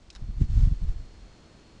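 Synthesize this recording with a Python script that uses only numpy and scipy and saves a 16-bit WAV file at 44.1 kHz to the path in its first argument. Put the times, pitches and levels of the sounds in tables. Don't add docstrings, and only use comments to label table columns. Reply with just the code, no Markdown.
import sys
import numpy as np
from scipy import signal
from scipy.fft import rfft, irfft
from scipy.io import wavfile

SR = 44100
rng = np.random.default_rng(int(sys.argv[2]) if len(sys.argv) > 2 else 0)


def pcm_store(signal):
    levels = np.round(np.clip(np.atleast_2d(signal), -1, 1) * 32767)
    wavfile.write(sys.argv[1], SR, levels.astype(np.int16).T)


N = 79380
T = np.arange(N) / SR
HZ = np.maximum(np.arange(N // 2 + 1) * SR / N, 1)


def amp(db):
    return 10 ** (np.asarray(db) / 20)


def unit(x):
    return x / np.sqrt(np.mean(x ** 2))


def curve(rows):
    return amp(np.interp(T, *np.array(rows).T))


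def colour(rows):
    hz, db = np.array(rows).T
    return amp(np.interp(np.log(HZ), np.log(hz), db))


def resonance(hz, width):
    return 1 / (1 + 1j * (HZ ** 2 - hz ** 2) / (HZ * width))


def shape(x, response):
    return irfft(rfft(x) * response, N)


def noise(response):
    return unit(shape(rng.standard_normal(N), response))


def burst(at, attack_s, decay_s):
    return np.exp(-(np.minimum(T - at, 0) / attack_s) ** 2 - np.maximum(T - at, 0) / decay_s)


def excite(drive, envelope, response):
    return unit(shape(drive * envelope, response)) * np.sqrt(np.mean(envelope ** 2))


def wing_puffs():
    # t/s, thump level/dB, thump half-width/s, eddy level/dB, eddy corner/Hz, eddy decay/s
    puffs = [(.168, -38, 0.0048, -50, 90, 0.0089), (0.227, -25, 0.0082, -36, 133, 0.022),
             (0.3, -22.5, 0.0057, -37.5, 164, 0.0099), (.381, -19.5, 0.0056, -34, 90, 0.016),
             (0.4139, -13, .0016, -34, 233, .01), (.420, -7, 0.0031, -29, 185, 0.026),
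             (.442, -16.5, 0.0036, -35.5, 173, 0.017), (0.502, -14, 0.0035, -28.5, 85, 0.013),
             (0.535, -21, 0.0046, -24, 95, 0.038), (0.58, -9.5, 0.0042, -18, 108, 0.03),
             (0.608, -12, 0.0089, -28, 90, 0.014), (0.639, -8, 0.0048, -26.5, 154, 0.036),
             (.676, -10, 0.0034, -31, 150, 0.028), (0.724, -15, 0.0038, -28.5, 137, 0.0075),
             (0.781, -28.5, 0.012, -39, 60, 0.015), (0.834, -16.5, 0.0066, -27.5, 102, 0.023),
             (0.896, -15, 0.0073, -27, 88, 0.023), (.964, -23, 0.0054, -46, 75, 0.024),
             (1.002, -25, 0.0062, -34.5, 79.5, 0.021), (1.04, -31, 0.0053, -54, 70, 0.014)]
    eddy_low_hz, eddy_slope = 24, 4.23
    out = np.zeros(N)
    for at, thump_db, half_width, eddy_db, corner_hz, decay in puffs:
        u = (T - at) / half_width
        vortex = (1 - u ** 2 / 2) / (1 + u ** 2 / 4) ** 3.5
        band = 1 / (1 + (HZ / corner_hz) ** eddy_slope) / (1 + (eddy_low_hz / HZ) ** 2)
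        envelope = burst(at, attack_s=0.02, decay_s=decay)
        eddies = excite(rng.standard_normal(N), envelope, band)
        out += amp(eddy_db) * eddies - amp(thump_db) * vortex
    return out


def wake():
    # t/s, level/dB
    levels = [(0, -58), (.14, -55.5), (.22, -37.5), (.45, -32.5), (.62, -17.5), (.76, -39), (1, -47.5),
              (1.12, -48.5), (1.28, -49), (1.4, -62), (1.8, -63)]
    # f/Hz, level/dB
    spectrum = [(12, -13.5), (30, -3), (55, -8.5), (100, -23.5), (200, -35), (400, -65.5), (1000, -85.5)]
    return curve(levels) * noise(colour(spectrum))


def wing_rush():
    # t/s, level/dB
    levels = [(0, -68.5), (.35, -70.5), (.395, -62.5), (.422, -53.5), (.465, -65.5), (.51, -58.5),
              (.58, -53.5), (.645, -54), (.70, -60.5), (.79, -65.5), (.84, -61), (.865, -65.5), (.895, -58),
              (.95, -68), (1.2, -70)]
    # f/Hz, level/dB
    spectrum = [(150, 2), (400, 1.5), (800, 1), (1300, 2), (2300, -2), (4000, -1.5), (6800, -4),
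                (8500, -10.5), (10000, -22.5)]
    flicker_db, flicker_corner_hz = 1, 120
    flicker = amp(flicker_db * noise(1 / (1 + (HZ / flicker_corner_hz) ** 2)))
    return curve(levels) * flicker * noise(colour(spectrum))


def claw_scrapes():
    # (dB per squared octave, sign ignored)
    scrapes = [(0.1026, -41.5, 0.0038, 4270, 6.5), (0.109, -54.5, .004, 5500, 2),
               (.128, -60, 0.013, 5500, -6), (.1512, -42.5, 0.0015, 4200, 2),
               (0.155, -50, 0.0093, 1480, 0.5), (0.1613, -45.5, 0.0047, 3200, 2),
               (0.169, -54.5, 0.0025, 3500, -3)]
    # f/Hz, level/dB
    claw_spectrum = [(300, -4), (900, 0.5), (2000, -3), (3600, -3.5), (5400, 0), (6200, -5), (7300, -5),
                     (8200, -7.5), (10000, -12.5)]
    # f/Hz, width/Hz, level/dB
    tub_modes = [(1520, 310, 8), (2570, 65, 7), (3760, 430, 4.5), (4150, 180, -10), (5170, 280, -4),
                 (6800, 330, -3)]
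    slips_per_s, slip_spread_db = 10000, 3.5
    ringing = sum(amp(db) * resonance(hz, width) for hz, width, db in tub_modes)
    body = colour(claw_spectrum) * (1 + ringing)
    out = np.zeros(N)
    for at, db, decay, centre_hz, fall_db in scrapes:
        slipping = rng.random(N) < slips_per_s / SR
        strength = amp(slip_spread_db * rng.standard_normal(N))
        slips = slipping * strength * np.sign(rng.standard_normal(N))
        contact = amp(-abs(fall_db) * np.log2(HZ / centre_hz) ** 2)
        envelope = burst(at, attack_s=0.00057, decay_s=decay)
        out += amp(db) * excite(slips, envelope, body * contact)
    return out


def room_tone():
    # t/s, level/dB
    levels = [(0, -59), (.2, -54), (.5, -56.5), (.9, -53.5), (1.3, -52.5), (1.8, -53)]
    # f/Hz, level/dB
    spectrum = [(25, 5), (70, 8.5), (130, 3.5), (220, 1.5), (340, -1.5), (480, -6), (800, -9.5),
                (1400, -14.5), (2800, -18), (5000, -19.5), (7000, -24.5), (8500, -30.5), (10000, -39)]
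    hum = amp(-17.5) * noise(resonance(hz=325.2, width=28) ** 2)
    return curve(levels) * (noise(colour(spectrum)) + hum)


def electrical_whine(hz=4290.5):
    # t/s, rms level/dB
    levels = [(0, -81.5), (.3, -72.5), (.9, -71), (1.8, -71)]
    return curve(levels) * np.sqrt(2) * np.sin(2 * np.pi * hz * T)


def scene():
    background = room_tone() + electrical_whine()
    return (background + wake() + wing_rush() + wing_puffs() + claw_scrapes())[None]


def record(dry):
    low_hz, top_hz = 8.5, 10300
    low_cut = signal.butter(1, low_hz, "high", fs=SR, output="sos")
    high_cut = signal.ellip(10, .2, 70, top_hz, fs=SR, output="sos")
    return signal.sosfilt(high_cut, signal.sosfilt(low_cut, dry))


dry = scene()
out = record(dry)
pcm_store(out)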